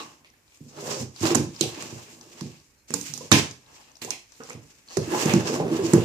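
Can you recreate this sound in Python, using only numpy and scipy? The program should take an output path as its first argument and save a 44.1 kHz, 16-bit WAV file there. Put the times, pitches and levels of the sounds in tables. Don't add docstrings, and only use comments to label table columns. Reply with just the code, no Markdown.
import sys
import numpy as np
from scipy import signal
from scipy.fft import rfft, irfft, next_fast_len
from scipy.io import wavfile
from scipy.ndimage import uniform_filter1d

SR = 44100
rng = np.random.default_rng(int(sys.argv[2]) if len(sys.argv) > 2 else 0)


def voltage_ratio(level):
    return 10 ** (np.asarray(level, float) / 20)


def generate_wav(signal):
    frames = np.transpose(np.atleast_2d(signal))
    scaled = np.clip(frames, -1, 1) * 32767
    pcm = np.round(scaled).astype(np.int16)
    wavfile.write(sys.argv[1], SR, pcm)


N = 266364

# (frequency [Hz], width [Hz], level [dB])
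BOOM_MODES = [(121, 88, 6), (142.4, 85, 8), (227, 17, -21)]
WALL_MODES = [(250, 56, -4), (294, 33, 3.5), (335, 20, -3), (361, 38, -5.5), (413, 18, -1), (473, 18, -9.5),
              (521, 26, -11), (576, 56, -18.5)]
LID_MODES = [(610, 430, 0.5), (793, 72, 8), (880, 107, 5), (983, 64, 7.5), (1086, 167, 1.5)]
LID_TOP_MODES = [(1630, 120, 0.5), (2314, 130, -0.43), (2644, 320, -3.1)]
# (frequency [Hz], level [dB per Hz])
GRIT_SPECTRUM = [(1180, -12), (2000, -2), (2300, 2.5), (3600, -2.5), (5350, 3), (7270, 3.5), (10200, -13.5),
                 (14900, -13), (15900, -54.5), (16300, -100.5)]
PATCH_HZ = (1800, 3200, 5600, 10000)
# (frequency [Hz], level [dB per Hz])
HUSH_SPECTRUM = [(15, -36.5), (34, -1.5), (50, 5.5), (106, 3.5), (190, -4.5), (264, -0.5), (755, -10),
                 (2540, -8.5), (3700, -51), (6520, -17), (14600, -19), (15600, -46)]
# (frequency [Hz], t60 [s])
TILES_T60 = [(100, 0.41), (300, 0.34), (1000, 0.34), (3000, 0.32), (8000, 0.35), (14000, 0.17)]
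# (frequency [Hz], likeness [0-1])
PORT_LIKENESS = [(60, 1), (130, 0.87), (290, 1), (640, 0.37), (1410, 0), (3100, 0), (6820, 0.12),
                 (15000, 0)]
# (frequency [Hz], level [dB])
HAND_SHADOW = [(60, -7), (200, -3), (700, -2), (4400, -1.75), (8000, -6), (15000, -9.5)]
# (frequency [Hz], level [dB], t60 [s])
LEFTOVER_MODES = [(460, -45, 0.15), (1120, -39.5, 0.35), (2730, -44.5, 0.35), (3940, -38.5, 0.13),
                  (5740, -54, 0.33)]
# (frequency [Hz], level [dB per Hz])
TICK_SPECTRUM = [(1180, -32), (2000, 22.5), (6600, 8), (9000, -0.5), (11600, -3.5), (13800, -9.5),
                 (15500, -20), (16600, -30)]
# (frequency [Hz], level [dB], t60 [s])
BOTTLE_MODES = [(113, -27.5, 0.3), (149, -30, .25), (176, -31, 0.26), (214.5, -31, 0.3), (285, -21.5, 0.28),
                (326, -27.5, 0.3), (452, -28.5, 0.3), (571, -25, 0.27), (692, -33, .3), (931, -40.5, 0.28),
                (1024, -33, .3), (1520, -31.5, .3), (1756, -35.5, .25), (1730, -45, .3)]
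# (time [s], level [dB])
LANDINGS = [
    (3.3157, 5.5),
    (3.3253, 6),
]

# (time [s], weight on the base [dB], speed over the grit [dB])
LET_GO = [(0.0, -49, -49), (0.18, -70.5, -60.5), (0.31, -80, -83), (0.55, -92.5, -62.5), (0.65, -81, -66)]
SLIDE_IN = [(0.67, -80, -62.5), (0.77, -46.5, -48.5), (0.91, -34, -38.5), (0.95, -39.5, -39),
            (1.028, -44, -43.5), (1.07, -64, -74)]
SHOVE = [(1.12, -79, -62), (1.2, -56, -45), (1.237, -37.5, -30), (1.326, -30.5, -33.5), (1.336, -39, -62),
         (1.39, -36.5, -49), (1.49, -56.5, -57.5), (1.582, -69, -46)]
SETTLE = [(1.621, -64.5, -33.5), (1.72, -52, -47), (1.82, -46.5, -41.5), (2.01, -56, -48),
          (2.22, -57.5, -57), (2.39, -58.5, -46.5), (2.63, -81, -62), (2.869, -105, -72.5)]
FLIP = [(2.886, -62, -49), (2.949, -82, -40), (3.063, -77, -36.5), (3.135, -55, -42), (3.203, -55.5, -48),
        (3.257, -49.5, -47)]
REACH = [(3.3, -70, -53), (3.389, -29.5, -27), (3.549, -92, -70.5), (3.731, -66.5, -53.5),
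         (4.012, -77, -70.5)]
PICK_UP = [(4.017, -50, -38.5), (4.05, -50, -42), (4.255, -87.5, -65.5), (4.393, -72, -54),
           (4.497, -55.5, -51.5), (4.573, -50, -70), (4.713, -73.5, -57), (4.87, -76, -65)]
SLIDE_BACK = [(4.876, -66, -60), (4.955, -64, -49), (5.0, -62, -47), (5.072, -46, -43.5), (5.138, -32, -37),
              (5.202, -32, -31), (5.27, -29, -34), (5.378, -35, -40.5), (5.44, -35, -44)]
NUDGE = [(5.471, -32, -35.5), (5.558, -30.5, -39), (5.64, -34, -61), (5.74, -33.5, -44.5),
         (5.9, -35.5, -36.5), (6.04, -35, -42.5)]
# (loudest wall pitch [Hz], counter boom [dB], lid rattle [dB], middle of the hiss [dB])
GRIPS = [
    (302, 2, -3, -2),
    (490, -1, -2, -5.5),
    (298, -6, -3.5, -3.5),
    (374, 2, -6.5, -1),
    (324, 8, -12, -2.5),
    (345, 3, -1.5, 0.5),
    (367, 4, -9.5, 0.5),
    (335, -3.5, -0.5, 2.5),
    (347, 0, -3, 0),
]

# (time [s], peak level [dB], ring [Hz], duller knock, relative [dB])
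BOX_SNAPS = [(0.0014, -34.5, 2600, -2), (1.2396, -23, 3220, 3), (1.254, -17.5, 5200, 4),
             (1.3055, -19, 3060, 0), (1.3483, -15, 7520, -1.5), (1.3528, -14, 7060, -6.5),
             (1.354, -21, 3020, 2), (1.6105, -13.5, 4220, -21), (1.6097, -16.5, 7200, -20),
             (1.613, -36, 2830, -31), (1.633, -35, 3570, -16), (1.27, -21, 4450, -2),
             (1.288, -32, 6000, -3.5), (1.325, -37, 5500, -6), (5.147, -20, 1900, 4),
             (5.257, -29, 2630, -6), (5.338, -23, 2500, -3), (1.349, -24, 3570, -12),
             (5.189, -41, 5900, -6), (5.223, -34, 5500, -7), (5.54, -31, 6500, -3), (1.8243, -33, 7600, 2),
             (2.4094, -32, 5650, -5), (4.9704, -23, 6500, -1.5), (5.257, -24.5, 7000, -18),
             (5.2948, -17, 2590, -9), (5.3366, -20, 6650, 0.5), (5.471, -49, 6320, -12),
             (5.6015, -30, 2570, 4), (5.935, -18.5, 7500, -1)]
BOTTLE_SNAPS = [(2.9054, -36.5, 7900, 0), (2.9393, -20.5, 7150, -10), (2.906, -36, 2700, -7.5),
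                (2.94, -32.5, 2800, -11.5), (3.06, -39, 2450, -19), (3.317, -15, 2400, -16),
                (3.0125, -31, 6800, -27), (3.1377, -25.5, 6330, -19), (3.1766, -33.5, 7100, -16),
                (3.3156, -10.5, 7240, 0), (3.3186, -5.5, 3700, -13), (3.3192, -10, 1730, -11),
                (3.3256, -6, 6340, -5), (3.354, -12.5, 2440, -8.5), (4.018, -31, 4500, -29),
                (4.0474, -33.5, 7000, -12), (4.1057, -17, 6410, -10), (4.1068, -27, 2740, -29),
                (4.4046, -37, 2470, 13), (4.4352, -38.5, 5700, -20), (4.4894, -46, 7000, 10),
                (4.498, -39.5, 7400, -10), (4.5043, -28.5, 2070, -0.5)]
# (time [s], peak level [dB], ring [Hz])
RELAXING_TICKS = [(0.17, -64, 5950), (0.2463, -42, 2310), (0.259, -53, 4700), (0.271, -51, 4730),
                  (0.301, -49.5, 5830), (0.337, -51, 1780), (0.479, -50.5, 4470), (0.5204, -49, 2430),
                  (0.545, -52, 6200), (0.5733, -46, 7300), (1.1616, -33.5, 4800), (1.562, -32.5, 5320),
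                  (2.211, -36.5, 6370), (2.8835, -50, 6700), (2.6, -47, 5540), (2.614, -51.5, 5900),
                  (4.885, -37.5, 4500), (3.204, -45, 6900), (3.5105, -30, 6400), (3.662, -48, 3970),
                  (3.8132, -45.5, 5240), (3.916, -45, 6500), (3.9545, -42, 5600), (3.9684, -41.5, 6550),
                  (4.3208, -40, 6350), (4.353, -47, 4580), (4.4724, -44, 6930), (4.53, -37.5, 6700),
                  (4.82, -67, 4000), (5.07, -50, 5500)]
# (left minus right [dB], share into the room [dB])
SNAP_PLACES = [
    (-24, 2.5),
    (-26, 4),
    (19, -0.5),
]
# (time [s], peak level [dB], low mode [Hz], t60 [s])
THUMPS = [(0.607, -31, 148, 0.07), (0.663, -28, 234, 0.027), (0.999, -23, 128, 0.27),
          (1.03, -28, 125, 0.13), (1.21, -18.5, 104, 0.34), (1.354, -9.5, 219, 0.054),
          (1.393, -18, 140.5, 0.098), (1.466, -24, 184, 0.094), (1.634, -17.5, 119.6, 0.03),
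          (1.827, -32, 133, 0.092), (1.925, -24, 121, 0.078), (2.414, -17, 185, 0.083),
          (2.904, -26, 217, 0.087), (2.936, -30, 180.7, 0.4), (3.092, -31, 151, 0.13),
          (4.017, -28, 113, 0.038), (4.4, -30, 258, 0.09), (4.548, -26, 113, 0.088),
          (4.978, -11, 146, 0.065), (5.256, -4, 196, 0.065), (5.335, -2, 196.3, 0.18),
          (5.604, -19.5, 167.7, 0.4), (5.712, -36, 217, 0.18), (5.933, 2, 193, 0.092),
          (5.95, -11, 148.5, .15), (3.3169, -5.5, 228, 0.055), (3.325, -7, 173, 0.061)]
# (time [s], peak level [dB], wall mode [Hz], t60 [s])
TAPS = [(0.606, -27, 272, 0.067), (1.01, -19.5, 229.4, 0.099), (1.038, -26.5, 254, 0.12),
        (1.209, -25.5, 285, 0.25), (1.233, -8, 325, 0.13), (1.304, -11.5, 336.5, 0.092),
        (1.312, -11, 335, 0.21), (1.354, -4.5, 275, 0.072), (1.396, -11, 303.5, 0.13),
        (1.609, -3.5, 335, 0.036), (1.773, -26, 305, 0.091), (1.924, -25, 367, 0.043),
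        (2.456, -18.5, 284, 0.023), (2.904, -17, 300, 0.017), (2.938, -24.5, 285, 0.31),
        (3.007, -28, 284, 0.15), (3.208, -21, 489, 0.033), (3.207, -34, 985, 0.073),
        (4.019, -36, 430, 0.031), (4.047, -18, 414, 0.025), (4.106, -35.5, 294, 0.16),
        (4.401, -27, 458, 0.073), (4.502, -28, 490, 0.067), (4.969, -5, 380, 0.062), (5.12, -15, 360, 0.36),
        (5.361, -7.5, 327.5, 0.12), (5.6, -17.5, 435, 0.19), (5.5996, -11.5, 817, 0.034),
        (5.712, -10, 329.5, 0.27), (5.791, -11, 391, 0.15), (5.835, -11, 335, 0.22),
        (5.933, -4.5, 340, 0.24), (5.599, -15, 570, 0.078), (5.61, -31, 1004, 0.067),
        (5.494, -16, 442, 0.12), (2.939, -23.5, 466, 0.095), (5.878, -19, 345, 0.16),
        (5.978, -13, 431, 0.11), (5.136, -14, 840, .05), (5.147, -15, 940, 0.046), (5.52, -14, 333, 0.079),
        (5.65, -17, 398, 0.14), (5.288, -26, 980, .05), (5.473, -33, 570, .06), (5.075, -17.5, 313, 0.088),
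        (4.075, -28, 760, .05), (4.084, -29, 990, 0.047), (4.107, -38, 830, 0.018),
        (4.404, -34, 1450, 0.026), (4.409, -32, 1210, 0.033), (1.634, -23, 750, 0.046),
        (2.94, -25, 880, 0.043), (1.613, -34, 2880, 0.12)]
# (pitch ratio, level [dB])
THUMP_WAKES_WALL = (1.75, -7.5)
TAP_WAKES_BASE = (0.49, -11)
# (start [s], end [s], rate [Hz], unevenness [0-1], ring [Hz], peak level [dB])
CREAKS = [
    (1.176, 1.212, 150, .3, 4800, -38),
    (4.877, 5.05, 190, .04, 4450, -33),
]
# (start [s], end [s], pitch [Hz], level [dB])
WHISTLE = (2.76, 2.84, 4188, -72)

PORT_LAG = 9
COUNTER_HZ = 121
SLOSH_T60_S = 0.24
HUSH_DB, PATCH_DB, TICK_KNOCK_DB = -68, 2.2, -11.5
LID_FROM_SPEED = 0.65
RUB_PAN_DB, RUB_PAN_PER_DB = 3, -0.27
WALL_RISE = 0.014
CREAK_CATCH = 1.0
BEAM_HZ = 7000


def read(table, hz):
    table_hz, values = np.transpose(table)
    return np.interp(np.log(np.maximum(hz, 1)), np.log(table_hz), values)


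def shape(x, gain):
    size = next_fast_len(x.shape[-1])
    spectrum = rfft(x, size) * gain(np.fft.rfftfreq(size, 1 / SR))
    return irfft(spectrum, size)[..., :x.shape[-1]]


def unit(x):
    return x / np.sqrt(np.mean(x ** 2))


def ring(x, hz, width_hz):
    return signal.lfilter(*signal.iirpeak(hz, hz / width_hz, SR), x)


def body(x, modes):
    return sum((-1) ** k * voltage_ratio(db) * ring(x, hz, width) for k, (hz, width, db) in enumerate(modes))


def above(x, hz):
    return signal.sosfilt(signal.butter(3, min(hz, SR / 3), "high", fs=SR, output="sos"), x)


def diffuse(size):
    mid, side = rng.standard_normal((2, size))
    like = lambda hz: np.clip(read(PORT_LIKENESS, hz), -0.9, 0.99)
    mid = shape(mid, lambda hz: np.sqrt(1 + like(hz)))
    side = shape(side, lambda hz: np.sqrt(1 - like(hz)))
    return np.array([mid + side, mid - side]) / 2 ** 0.5


def slips(rate_hz, spread_db):
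    when, sign, size = rng.random((3, N))
    size = voltage_ratio(spread_db * np.minimum(-np.log(1 - size), 4.5))
    return (when < rate_hz / SR) * np.sign(sign - 0.5) * size


def walk(rate_hz):
    hold = int(SR / rate_hz)
    levels = rng.standard_normal(N)[np.arange(N) // hold]
    return 1.37 * uniform_filter1d(levels, hold)


def sides(pan_db):
    return voltage_ratio(np.array([pan_db, -pan_db]) / 2)


def add(out, s, sound):
    i = int(s * SR)
    out[..., i:i + sound.shape[-1]] += sound[..., :N - i]


def sine(hz, t):
    return np.sin(2 * np.pi * hz * t)


def hush():
    noise = shape(diffuse(N), lambda hz: voltage_ratio(read(HUSH_SPECTRUM, hz)))
    return unit(noise) * voltage_ratio(HUSH_DB + 2.0)


def leftover():
    t = np.arange(SR // 2) / SR
    tail = 0
    for hz, db, t60 in LEFTOVER_MODES:
        mode = unit(ring(diffuse(len(t)), hz, 0.073 * hz))
        tail = tail + voltage_ratio(db - 60 * t / t60) * mode
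    return np.pad(tail, ((0, 0), (0, N - len(t))))


def hand():
    gestures = (LET_GO, SLIDE_IN, SHOVE, SETTLE, FLIP, REACH, PICK_UP, SLIDE_BACK, NUDGE)
    points = [row + grip for rows, grip in zip(gestures, GRIPS) for row in rows]
    s, *columns = np.transpose(points)
    s = np.maximum.accumulate(s)
    return [np.interp(np.arange(N) / SR, s, column) for column in columns]


def shaken_walls(wall_db, wall_hz, boom_db):
    heavy = slips(rate_hz=600, spread_db=-2.5)
    lean = [voltage_ratio(db - 43.0 * np.log2(hz / wall_hz) ** 2) for hz, _, db in WALL_MODES]
    wall = sum(g * unit(ring(heavy, hz, width)) for g, (hz, width, _) in zip(lean, WALL_MODES))
    wall = wall / np.sqrt(np.sum(np.square(lean), axis=0))
    boom = unit(body(heavy, BOOM_MODES))
    return boom * voltage_ratio(boom_db - 7.0) + wall * voltage_ratio(wall_db - 0.5)


def grit_hiss(fine, middle_db):
    hiss = 0
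    for k in range(len(PATCH_HZ)):
        only_k = np.arange(len(PATCH_HZ)) == k
        part = lambda hz: np.interp(np.log(hz + 1), np.log(PATCH_HZ), only_k)
        band = shape(fine, lambda hz: voltage_ratio(read(GRIT_SPECTRUM, hz)) * part(hz))
        hiss = hiss + band * voltage_ratio(PATCH_DB * walk(rate_hz=18) + middle_db * (k == 0))
    return unit(hiss)


def rubbing():
    wall_db, grit_db, wall_hz, boom_db, lid_db, middle_db = hand()
    boom_db = boom_db + wall_db
    lid_db = lid_db + wall_db + LID_FROM_SPEED * (grit_db - wall_db)
    pan_db = RUB_PAN_DB + RUB_PAN_PER_DB * (grit_db + 49.5)
    wall_hz = wall_hz * 2 ** (WALL_RISE * (grit_db + 45.5))
    low = shaken_walls(wall_db, wall_hz, boom_db)
    shared, left, right = (slips(rate_hz=8700, spread_db=4.0) for _ in range(3))
    fine = 0.084 * shared + np.array([left, right])
    lid_sway_db, grit_sway_db = 2.8 * walk(rate_hz=40), 2.3 * walk(rate_hz=50)
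    lid = unit(body(fine, LID_MODES)) + unit(body(fine, LID_TOP_MODES)) * voltage_ratio(middle_db - 10.5)
    high = lid * voltage_ratio(lid_db + 0.5 + lid_sway_db)
    high = high + grit_hiss(fine, middle_db) * voltage_ratio(grit_db + grit_sway_db)
    return low + high * sides(pan_db)


def snaps():
    near, far, t = np.zeros((2, N)), np.zeros(N), np.arange(2048) / SR
    lead = 64
    first = 1.0 * (np.arange(len(t)) == lead)
    tick = shape(first, lambda hz: voltage_ratio(read(TICK_SPECTRUM, hz)))
    knock = unit(ring(ring(first, 866.0, 1200.0), 866.0, 1200.0))
    fade = voltage_ratio(-60 * t / 0.023)
    ticks = [row + (TICK_KNOCK_DB,) for row in RELAXING_TICKS]
    groups = zip((BOX_SNAPS, BOTTLE_SNAPS, ticks), SNAP_PLACES)
    creases = [row + place for rows, place in groups for row in rows]
    for s, db, hz, knock_db, pan_db, room_db in creases:
        mode = unit(ring(ring(first, hz, 0.19 * hz), hz, 0.19 * hz))
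        top = unit(above(above(tick, 0.65 * hz), 0.65 * hz))
        dull = voltage_ratio(knock_db) * knock
        cracks = rng.standard_normal(len(t)) * (rng.random(len(t)) < 0.25) * fade
        cracks[0] = 2.6
        snap = signal.fftconvolve(unit(mode + voltage_ratio(-5.0) * top) + dull, cracks)[:len(t)]
        gain = voltage_ratio(db) / np.abs(snap).max()
        pan = sides(pan_db * min(hz / BEAM_HZ, 1) ** 2)[:, None]
        add(near, max(s - lead / SR, 0), gain * snap * pan)
        add(far, s, gain * voltage_ratio(room_db) * (voltage_ratio(-1.5) * mode + top + dull))
    return near, far


def thuds():
    near, far, t = np.zeros(N), np.zeros(N), np.arange(8192) / SR
    wall_ratio, woken_wall_db = THUMP_WAKES_WALL
    base_ratio, woken_base_db = TAP_WAKES_BASE
    blows = [(s, db, hz, hz * wall_ratio, woken_wall_db, t60) for s, db, hz, t60 in THUMPS]
    blows += [(s, db + woken_base_db, hz * base_ratio, hz, -woken_base_db, t60) for s, db, hz, t60 in TAPS]
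    for s, db, low_hz, wall_hz, wall_db, t60 in blows:
        fade = voltage_ratio(-60 * t / max(t60, 0.02)) * np.minimum(t / 0.0026, 1)
        low = sine(low_hz, t) + 0.097 * sine(COUNTER_HZ, t) + 0.16 * sine(low_hz * 0.8, t)
        wall = sine(wall_hz, t) + 0.1 * sine(wall_hz * 1.3, t)
        thud = voltage_ratio(db - 5.5) * fade * (low + voltage_ratio(wall_db) * wall)
        add(near, s, thud)
        add(far, s, thud * np.exp(-t / 0.0038))
    return near, far


def kitchen(dry):
    t, noise, echo = np.arange(SR // 2) / SR, diffuse(SR // 2), 0
    for hz in 60 * 2 ** np.arange(0, 8.1, 0.5):
        t60 = read(TILES_T60, hz)
        band = shape(noise, lambda f: np.clip(1 - 2 * np.abs(np.log2(np.maximum(f, 60) / hz)), 0, 1))
        echo = echo + band * voltage_ratio(-60 * t / t60) / np.sqrt(t60)
    echo = echo * np.clip((t - 0.002) / 0.008, 0, 1)
    echo = echo / np.sqrt(np.sum(echo ** 2) / 2)
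    return signal.fftconvolve(dry.mean(axis=0)[None], echo, axes=1)[:, :N]


def creak():
    out, k = 0, np.arange(32)
    for start, end, rate_hz, uneven, hz, db in CREAKS:
        pulses = np.zeros(N)
        gap, size = rng.standard_normal(size=(32, 2)).T
        catch = CREAK_CATCH * 0.5 ** k + 0.001 * k ** 2
        gaps = (1 + catch + uneven * np.clip(gap, -2, 2)) / rate_hz
        s = start + np.cumsum(gaps) - gaps
        pulses[(s * SR).astype(int)] = voltage_ratio(1.5 * size - 6 * 0.6 ** k) * (s < end)
        lower = ring(ring(pulses, hz, 650.0), hz, 650.0)
        upper = ring(ring(pulses, 1.36 * hz, 1300.0), 1.36 * hz, 1300.0)
        sound = lower + 0.7 * upper
        out = out + voltage_ratio(db) * sound / np.abs(sound).max()
    return out


def whistle():
    start, end, hz, db = WHISTLE
    t = np.arange(N) / SR
    swell = np.sin(np.pi * np.clip((t - start) / (end - start), 0, 1))
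    return voltage_ratio(db) * sine(hz, t) * np.sqrt(np.clip(swell, 0, 1))


def landing():
    near, far, t = np.zeros(N), np.zeros(N), np.arange(SR // 2) / SR
    modes = 0
    for hz, db, t60 in BOTTLE_MODES:
        waver_db = 2.4 * walk(rate_hz=68)[:len(t)]
        modes = modes + voltage_ratio(db - 60 * t / min(t60, SLOSH_T60_S) + waver_db) * sine(hz, t)
    for s, db in LANDINGS:
        add(near, s, voltage_ratio(db) * modes)
        add(far, s, voltage_ratio(db) * modes * np.exp(-t / 0.0092))
    return near, far


def scene():
    rub = rubbing() + creak()
    snap, snap_far = snaps()
    thud, thud_far = thuds()
    bottle, bottle_far = landing()
    direct = rub + snap + thud + bottle
    direct[0] = np.roll(direct[0], PORT_LAG)
    to_room = voltage_ratio(-5.0) * rub + voltage_ratio(10.0) * snap_far + voltage_ratio(5.5) * thud_far + voltage_ratio(-6.5) * bottle_far
    heard = direct + kitchen(to_room)
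    return above(above(heard, hz=99.4), hz=58.0) + leftover() + hush() + whistle()


def band_limit(x):
    return signal.sosfilt(signal.butter(12, 16450, fs=SR, output="sos"), x)


def record(dry):
    left = shape(dry[0], lambda hz: voltage_ratio(read(HAND_SHADOW, hz) / 2))
    right = shape(dry[1], lambda hz: voltage_ratio(-read(HAND_SHADOW, hz) / 2))
    overloaded = np.tanh(np.array([left, right]) / 1.3) * 1.3
    top_cut = signal.ellip(8, 0.2, 60, 15500.0, fs=SR, output="sos")
    heard = signal.sosfilt(top_cut, overloaded)
    return band_limit(np.clip(heard, -1, 1))


dry = scene()
out = record(dry)
generate_wav(out)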